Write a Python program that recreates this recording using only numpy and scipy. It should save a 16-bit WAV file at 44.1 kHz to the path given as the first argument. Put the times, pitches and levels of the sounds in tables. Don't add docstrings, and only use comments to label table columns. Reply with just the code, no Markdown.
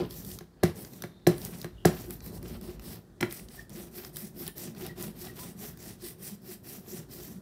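import sys
import numpy as np
from scipy import signal
from scipy.fft import rfft, irfft, next_fast_len
from scipy.io import wavfile

SR = 44100
rng = np.random.default_rng(int(sys.argv[2]) if len(sys.argv) > 2 else 0)


def rack_gain(trim_db):
    fader = np.asarray(trim_db, float)
    return 10 ** (fader / 20)


def put_to_file(sound):
    columns = np.atleast_2d(sound).T
    safe = np.clip(columns, -1, 1)
    whole_steps = np.round(safe * 32767)
    wavfile.write(sys.argv[1], SR, whole_steps.astype(np.int16))


N = 326781
TURN_S = 3.1


def rms_one(x):
    return x / np.sqrt(np.mean(x ** 2) + 1e-20)


def at_hz(points, hz):
    known_hz, value = np.transpose(points)
    return np.interp(np.log(np.maximum(hz, 1)), np.log(known_hz), value)


def colour(x, spectrum):
    size = next_fast_len(len(x))
    gain = rack_gain(at_hz(spectrum, np.fft.rfftfreq(size, 1 / SR)))
    return rms_one(irfft(rfft(x, size) * gain, size)[:len(x)])


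def drift(rate_hz):
    every = 40
    pole = np.exp(-2 * np.pi * rate_hz * every / SR)
    white = rng.standard_normal(N // every + 2002)
    slow = signal.lfilter([1], [1, -2 * pole, pole * pole], white)[2000:]
    return np.interp(np.arange(N) / every, np.arange(len(slow)), rms_one(slow))


def ring(force, hz, t60):
    radius, angle = rack_gain(-60 / (t60 * SR)), 2 * np.pi * hz / SR
    poles = [1, -2 * radius * np.cos(angle), radius * radius]
    return signal.lfilter([0, np.sin(angle)], poles, force + 1e-18)


def fade(start, t60):
    return signal.lfilter([1], [1, -rack_gain(-60 / t60 / SR)], start + 1e-18)


def blows(times, db):
    out = np.zeros(N)
    at = np.round(np.asarray(times) * SR).astype(int)
    out[at[at >= 0]] = rack_gain(np.asarray(db))[at >= 0]
    return out


def grains(per_s, spread_db, clump_db):
    sizes = rack_gain(spread_db * np.minimum(rng.exponential(1, N), 5)) * rng.choice([-1, 1], N)
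    return sizes * (rng.random(N) < per_s * rack_gain(clump_db * drift(30.0)) / SR)


def patchy(x, low_hz, patchy_db, rate_hz):
    size = next_fast_len(N)
    spectrum = rfft(x, size)
    hz = np.maximum(np.fft.rfftfreq(size, 1 / SR), low_hz)
    band = np.round(2 * np.log2(hz / low_hz))
    out = np.zeros(N)
    for k in np.unique(band):
        out += rack_gain(patchy_db * drift(rate_hz)) * irfft(spectrum * (band == k), size)[:N]
    return out


# pitch_hz, level_db
AIR_SPECTRUM = [(18, -34), (30, -8), (64, -4), (103, 2), (426, -12.5), (584, -23), (666, -19), (822, -23),
                (1010, -25.5), (1860, -25), (2830, -70), (3220, -32.5), (16000, -39)]


def air():
    level_db = -57 + 2.0 * drift(1.0)
    return rack_gain(level_db) * colour(rng.standard_normal(N), AIR_SPECTRUM)


# time_s, level_db
LEG_LEVELS = [(0.0, -44), (0.78, -61), (1.03, -64), (1.28, -57), (1.48, -48), (2.15, -47), (2.27, -45),
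              (2.83, -45), (3.09, -59), (3.38, -49.5), (4.19, -56), (4.48, -60), (4.85, -53), (5.06, -55),
              (6.05, -56.5), (6.52, -68), (7.18, -56), (7.41, -60)]


def legs():
    s, level_db = np.transpose(LEG_LEVELS)
    shudder = ring(ring(rng.standard_normal(N), 50.2, 0.32), 64.0, 0.15)
    return rack_gain(np.interp(np.arange(N) / SR, s, level_db)) * rms_one(shudder)


def add_up(t, *parts):
    power = 1e-12 + sum(np.sum(part ** 2, axis=0) for part in parts)
    return np.interp(np.arange(N) / SR, t, 10 * np.log10(power))


# start_s, length_s, fastest, ink_tack_db, table_rumble_db, rub_db
STROKES_ROLLED = [(0.086, 0.27, 0.28, -46.5, -46, -60), (0.188, 0.21, 0.61, -44, -47.5, -62),
                  (0.743, 0.24, 0.21, -50, -46.5, -59.5), (0.893, 0.25, 0.27, -56, -49.5, -65),
                  (1.325, 0.25, 0.43, -47, -43, -54), (1.47, 0.23, 0.38, -49.5, -45.5, -56.5),
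                  (1.908, 0.24, 0.37, -50, -45, -52.5), (2.088, .12, 0.26, -50.5, -47, -56.5),
                  (2.199, 0.14, 0.52, -50, -46.5, -62), (2.298, 0.11, 0.51, -50, -44.5, -61),
                  (2.402, 0.23, 0.4, -51.5, -43.5, -54), (2.608, 0.2, 0.3, -50.5, -44, -55.5),
                  (2.771, 0.25, 0.49, -47.5, -47, -53.5), (3.285, 0.21, 0.32, -46, -49, -57),
                  (3.472, .21, 0.37, -51, -51.5, -55.5), (3.69, 0.23, 0.43, -47.5, -45, -51.5),
                  (3.88, 0.25, 0.5, -48, -47, -52), (4.12, 0.22, 0.37, -46, -47, -57),
                  (4.308, 0.22, 0.59, -44, -45.5, -53.5), (4.549, 0.21, 0.33, -44, -43.5, -54.5),
                  (4.725, 0.22, 0.51, -46, -42.5, -49), (4.95, 0.2, .35, -44.5, -46.5, -50),
                  (5.124, 0.22, 0.52, -44, -47.5, -53.5), (5.318, 0.25, 0.45, -46, -48.5, -55),
                  (5.545, 0.22, 0.46, -46.5, -48.5, -52.5), (5.748, 0.24, 0.52, -46.5, -48.5, -56.5),
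                  (5.971, .19, 0.5, -44, -50.5, -53.5), (6.168, .22, 0.44, -46, -49, -57.5),
                  (6.37, .22, 0.64, -45.5, -50.5, -55.5), (6.623, 0.24, 0.36, -46.5, -50, -57),
                  (6.79, 0.27, 0.59, -45.5, -47, -55), (7.083, 0.37, 0.29, -47, -48.5, -57.5)]


def rolling():
    t = np.arange(0, N + 44, 44) / SR
    start, length, fastest, tack_db, table_db, rub_db = np.transpose(STROKES_ROLLED)[..., None]
    way = np.clip((t - start) / length, 0, 1)
    skew = np.log(.5) / np.log(fastest)
    speed = np.sin(np.pi * way ** skew).clip(0)

    s, thump_db = np.transpose(PLATE_LANDINGS)[:2, :, None]
    settle_t60_s = 0.26
    settle = (t > s) * rack_gain(thump_db - 60 * np.abs(t - s) / settle_t60_s)

    rest = np.ones((1, len(t)))
    upper_db = table_db - 7
    return (add_up(t, rack_gain(tack_db) * speed ** 1.97, rack_gain(-35) * settle),
            add_up(t, rack_gain(table_db) * speed ** 0.41, rack_gain(-15.5) * settle, rack_gain(-59) * rest),
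            add_up(t, rack_gain(upper_db) * speed ** 0.77, rack_gain(-14) * settle, rack_gain(-63.5) * rest),
            add_up(t, rack_gain(rub_db) * speed ** 1.52, rack_gain(-23) * settle, rack_gain(-74.5) * rest))


# pitch_hz, t60_s, blow_along_db, blow_across_db, roll_along_db, roll_across_db
TABLE_MODES = [(66.3, .2, -24, -32, -46, -25), (111.6, 0.097, -14, -17, -13.5, -33),
               (161.6, 0.17, -4, -35, -8, -9), (207.2, 0.12, -12.5, -7, -8, -6),
               (254, 0.04, -14.5, -10, -12.5, -12.5), (351.4, 0.12, -1.5, -6.5, -4, -2),
               (430, 0.055, -5, -35, -12, -21.5), (552, 0.045, -10.5, -36, -16, -16.5),
               (661, 0.016, -2.5, -5, -24, -34), (766.5, 0.046, -7.5, -28, -26, -29),
               (965, 0.036, -47, -9, -27, -26.5)]


def table(low_db, upper_db):
    s, thump_db = np.transpose(PLATE_LANDINGS)[:2]
    contact = signal.windows.hann(int(0.00085 * SR))
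    contact = contact / contact.sum()
    skirt_cut = signal.butter(2, 91, "high", fs=SR, output="sos")
    push = signal.sosfilt(skirt_cut, grains(1500.0, spread_db=2.0, clump_db=1.5))
    out, across = np.zeros(N), np.arange(N) / SR > TURN_S
    for k, (hz, t60, blow_db, blow_across_db, roll_db, roll_across_db) in enumerate(TABLE_MODES):
        late_s = .096 / np.sqrt(hz)
        thump = blows(s + late_s, thump_db + np.where(s > TURN_S, blow_across_db, blow_db))
        out -= ring(np.convolve(thump, contact)[:N], hz, t60) * (-1) ** k

        level_db = (low_db if hz < 280 else upper_db) + np.where(across, roll_across_db, roll_db)
        uneven_db = 2.5 * drift(4.6)
        damped_t60 = 0.51 * t60
        unit = np.std(ring(push, hz, damped_t60))
        out += ring(rack_gain(level_db + uneven_db) * push, hz, damped_t60) / unit
    return out


# pitch_hz, level_db
RUB_SPECTRUM = [(240, -16), (400, -0.5), (494, -22), (762, -10), (893, -26), (1090, -19), (2770, -20),
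                (5000, -22), (6500, -39), (11000, -120)]


def rub(rub_db):
    drag = colour(grains(5000.0, spread_db=3.5, clump_db=4.5), RUB_SPECTRUM)
    drag = patchy(drag, 700, patchy_db=1.0, rate_hz=39.0)
    pops = grains(250.0, spread_db=-0.5, clump_db=4.0)
    dealt = rng.integers(0, 12, N)
    pockets = np.zeros(N)
    for k, hz in enumerate(np.geomspace(650, 3200, num=12)):
        pockets += ring(pops * (dealt == k), hz, 14.0 / hz)
    return rack_gain(rub_db + 2.3 * drift(42.0)) * (drag + rack_gain(-11.0) * rms_one(pockets))


# pitch_hz, level_db
TACK_SPECTRUM = [(1180, -21), (2000, 0), (2180, -10.5), (2460, -5), (2880, -9), (5790, 2), (6430, -3.5),
                 (9010, 1.5), (10200, -1.5), (11100, 2), (14700, 3.5), (15800, -1)]


def ink(tack_db):
    snaps = rms_one(grains(9000.0, spread_db=4.0, clump_db=6.0))
    snaps = snaps + rack_gain(-1.0) * rng.standard_normal(N)
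    return rack_gain(tack_db) * patchy(colour(snaps, TACK_SPECTRUM), 2320, patchy_db=2.06, rate_hz=7.5)


# crest_s, pitch_hz, peak_db
RIDGE_JOLTS = [(0.033, 166, -32), (.02, 349, -33), (.275, 200, -39), (2.09, 354, -36.5), (2.306, 361, -44),
               (2.444, 349, -42.5), (2.52, 166, -39.5), (2.693, 353, -35.5), (2.87, 350, -43),
               (3.785, 344, -40), (3.81, 200, -41), (3.98, 351, -42), (4.246, 207, -36), (4.42, 349, -40),
               (4.47, 160, -38), (4.65, 344, -44), (4.835, 355, -35), (5.062, 209, -36), (5.11, 211, -37.5),
               (5.23, 354, -41), (5.33, 349, -44), (5.47, 172, -43), (6.04, 353, -44),
               (6.335, 204.5, -35.5), (6.499, 370.5, -41), (6.79, 201, -40.5), (6.94, 372, -37),
               (7.0, 150, -42), (7.37, 190, -39)]


def jolts():
    rise_s, t60_s = 0.024, 0.097
    out, t = np.zeros(N + SR), np.arange(SR // 4) / SR
    swell = np.sin(np.pi / 2 * np.clip(t / rise_s, 0, 1)) ** 2
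    shape = swell * rack_gain(-60 * np.maximum(t - rise_s, 0) / t60_s)
    for (s, hz, db), phase in zip(RIDGE_JOLTS, rng.uniform(0, 2 * np.pi, len(RIDGE_JOLTS))):
        at = max(round((s - rise_s) * SR), 0)
        out[at:at + len(t)] += rack_gain(db) * shape * np.sin(2 * np.pi * hz * t + phase)
    return out[:N]


# start_s, treble_db (7-17 kHz), middle_db (3-7 kHz), body_db (1.2-3 kHz)
LOUD_CLICKS = [(0.1086, -28, -44.5, -57), (0.2486, -28, -48, -57), (0.315, -29, -43.5, -64),
               (0.3877, -30, -39.5, -47.5), (0.8484, -38, -45, -48), (0.935, -37, -50.5, -54),
               (1.0219, -23.5, -37.5, -45), (1.381, -29, -47, -59), (1.4166, -40, -43, -52),
               (1.45, -21.5, -66, -55), (1.6153, -29, -40, -65), (1.6284, -39, -45, -51),
               (2.107, -25, -46, -51), (2.2048, -56, -51, -53.5), (2.262, -29, -55, -55),
               (2.4284, -34, -49, -51), (2.6124, -34, -47.5, -55), (2.7956, -39, -47.5, -45.5),
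               (3.3095, -36, -43, -54), (3.325, -19.5, -41, -45), (3.3948, -36, -57, -48.5),
               (3.4857, -47, -51.5, -62), (3.6952, -34.5, -52, -62), (4.0481, -33, -40, -45.5),
               (4.1597, -30, -44.5, -63), (4.1683, -19.5, -39.5, -47), (4.4663, -28, -40.5, -63),
               (4.478, -19, -42, -63), (4.581, -25.5, -58, -64), (4.749, -40, -51.5, -56),
               (4.8648, -25, -45, -56), (5.7736, -35.5, -53, -55)]


def clicks(tack_db):
    out, t = np.zeros(N), np.arange(600) / SR
    when = rng.uniform(0, N - len(t), size=30).astype(int)
    small_db = tack_db[when, None] + (7, -11, -25) + 4.5 * rng.standard_normal((len(when), 3))
    rows = np.vstack([LOUD_CLICKS, np.column_stack([when / SR, small_db])])
    noise = rng.standard_normal((len(rows), len(t)))
    bands = [signal.butter(2, edges_hz, "band", fs=SR, output="sos")
             for edges_hz in [(7000, 17000), (3000, 7000), (1200, 3000)]]
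    crests_db, decays_s = [0, 11.0, 9.0], [.0012, .002, .0025]
    for (s, *levels), burst in zip(rows, noise):
        for band, db, crest_db, decay_s in zip(bands, levels, crests_db, decays_s):
            part = signal.sosfilt(band, burst * np.exp(-t / decay_s))
            out[round(s * SR):][:len(t)] += rack_gain(db + crest_db) * part / np.abs(part).max()
    return out


# start_s, thump_db, first_tick_db, frame_knock_db, slap_db, frame_brightness_db_per_octave
PLATE_LANDINGS = [(-.02, -10.5, -25, -25, -22, 0), (0.405, -42, -56, -44, -56, 2),
                  (0.6301, -13.5, -28, -19, -23.5, -3), (1.034, -33.5, -60, -30, -44, -1),
                  (1.2665, -11, -19.5, -32, -21.5, 6.5), (1.6402, -31, -64, -31, -41.5, 0),
                  (1.8492, -10, -13.5, -36, -18, -5), (3.205, -27.5, -36, -29, -31, 6),
                  (3.224, -18, -53, -15.5, -42, -1.5), (3.698, -49, -63, -61, -49, -3)]
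# pitch_hz, t60_s (undamped), along_db, across_db
FRAME_MODES = [(1080, 0.0095, -11.5, -33), (1410, 0.041, -20, -13.5), (1650, 0.026, -5.5, -13),
               (2030, 0.02, -11.5, -4), (2080, 0.0074, -37, -13), (2250, 0.022, -12.5, -7.5),
               (2490, 0.028, -22.5, -19), (2560, 0.0056, -8, -13.5), (3250, 0.011, -14, -9),
               (4070, 0.02, -12.5, -14.5), (5570, 0.015, -21, -17)]
# pitch_hz, level_db
CLATTER_SPECTRUM = [(300, -34), (600, 17), (900, 1), (1200, 7.5), (2100, 7), (2800, -7.5), (4000, -7),
                    (8000, -50)]
# pitch_hz, level_db
SLAP_SPECTRUM = [(1760, -38), (3000, -12), (5660, 2.5), (6390, -3), (7320, -0.5), (13800, -2.5),
                 (15900, -7.5), (16500, -27)]


def landings():
    s, thump_db, tick_db, knock_db, slap_db, bright_db = np.transpose(PLATE_LANDINGS)
    out = np.zeros(N)
    for k, (hz, t60, along_db, across_db) in enumerate(FRAME_MODES):
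        tilt_db = np.where(s > TURN_S, across_db, along_db) + bright_db * np.log2(hz / 1700)
        knock = blows(s + 0.00107, tick_db + tilt_db) + blows(s + .004, knock_db + tilt_db)
        out += ring(knock, hz, min(t60, .045)) * (-1) ** k

    clatter = fade(blows(s + 0.0049, -22.5 + .8 * thump_db), 0.13)
    out += clatter * colour(grains(9000.0, spread_db=2.5, clump_db=2.0), CLATTER_SPECTRUM)
    slap = blows(s + .0045, slap_db)
    sharp, spatter = fade(slap, 0.013), rack_gain(-16.0) * fade(slap, 0.16)
    return out + (sharp + spatter) * colour(rng.standard_normal(N), SLAP_SPECTRUM)


# start_s, length_s, level_db, pitch_hz
SPIN_WHIRRS = [(0.503, .14, -83, 4320), (0.907, 0.42, -69.5, 3650), (1.72, 0.093, -73, 3650),
               (1.766, .08, -69, 2890), (2.182, 0.2, -66.5, 3990)]


def whirr():
    edge_s = 0.011
    level, pitch_hz, t = np.zeros(N), np.zeros(N), np.arange(N) / SR
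    for s, length, db, hz in SPIN_WHIRRS:
        edge = np.clip(np.minimum(t - s, s + length - t) / edge_s, 0, 1)
        level = level + rack_gain(db) * edge
        pitch_hz = np.where(edge > 0, hz, pitch_hz)
    phase = 2 * np.pi * np.cumsum(pitch_hz) / SR
    return level * (drift(70.0) * np.sin(phase) + drift(280.0) * np.sin(1.1 * phase))


# start_s, pitch_hz, peak_db, length_s
AXLE_SQUEAKS = [(3.576, 1800, -51.5, 0.064), (4.472, 1766, -52.5, 0.074), (4.892, 1885, -48, 0.054),
                (5.012, 988, -52, 0.08), (5.281, 1910, -49.5, 0.053), (5.386, 1007, -52.5, 0.1)]


def squeaks():
    out, waver, rough = np.zeros(N), drift(64.0), rack_gain(3.9 * drift(90.0))
    for s, hz, db, length in AXLE_SQUEAKS:
        at, t = round(s * SR), np.arange(round(length * SR)) / SR
        span = slice(at, at + len(t))
        pitch_hz = hz * (1 + 0.031 * waver[span] * np.exp(-t / 0.026))
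        shape = np.sin(np.pi * (t / length) ** 0.41) ** 2 * rough[span]
        out[span] += rack_gain(db) * np.sin(2 * np.pi * np.cumsum(pitch_hz) / SR) * shape
    return out


# pitch_hz, t60_s
ROOM_DECAY = [(100, 0.31), (500, 0.19), (2000, 0.34), (6000, 0.23), (14000, 0.3)]


def room(x):
    t = np.arange(int(.45 * SR)) / SR
    tail = np.zeros(len(t))
    for low_hz in 60 * 2.0 ** np.arange(8):
        octave = signal.butter(2, [low_hz, 2 * low_hz], "band", fs=SR, output="sos")
        band = signal.sosfilt(octave, rng.standard_normal(len(t)))
        tail += band * rack_gain(-60 * t / at_hz(ROOM_DECAY, low_hz * np.sqrt(2)))
    tail = tail * np.clip((t - .004) / 0.014, 0, 1)
    return signal.fftconvolve(x, tail / np.sqrt(np.sum(tail ** 2)))[:N]


def scene():
    tack_db, low_db, upper_db, rub_db = rolling()
    near = table(low_db, upper_db) + rub(rub_db) + ink(tack_db) + jolts()
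    near = near + clicks(tack_db) + landings() + whirr() + squeaks()
    return (near + rack_gain(-13.5) * room(near) + legs() + air())[None]


def low_pass(x):
    return signal.sosfilt(signal.butter(12, 16680, fs=SR, output="sos"), x)


def record(dry):
    thin = signal.sosfilt(signal.butter(3, 61.4, "high", fs=SR, output="sos"), dry)
    cut = signal.sosfilt(signal.cheby2(16, 40, 15950, fs=SR, output="sos"), thin)
    return low_pass(cut)


dry = scene()
out = record(dry)
put_to_file(out)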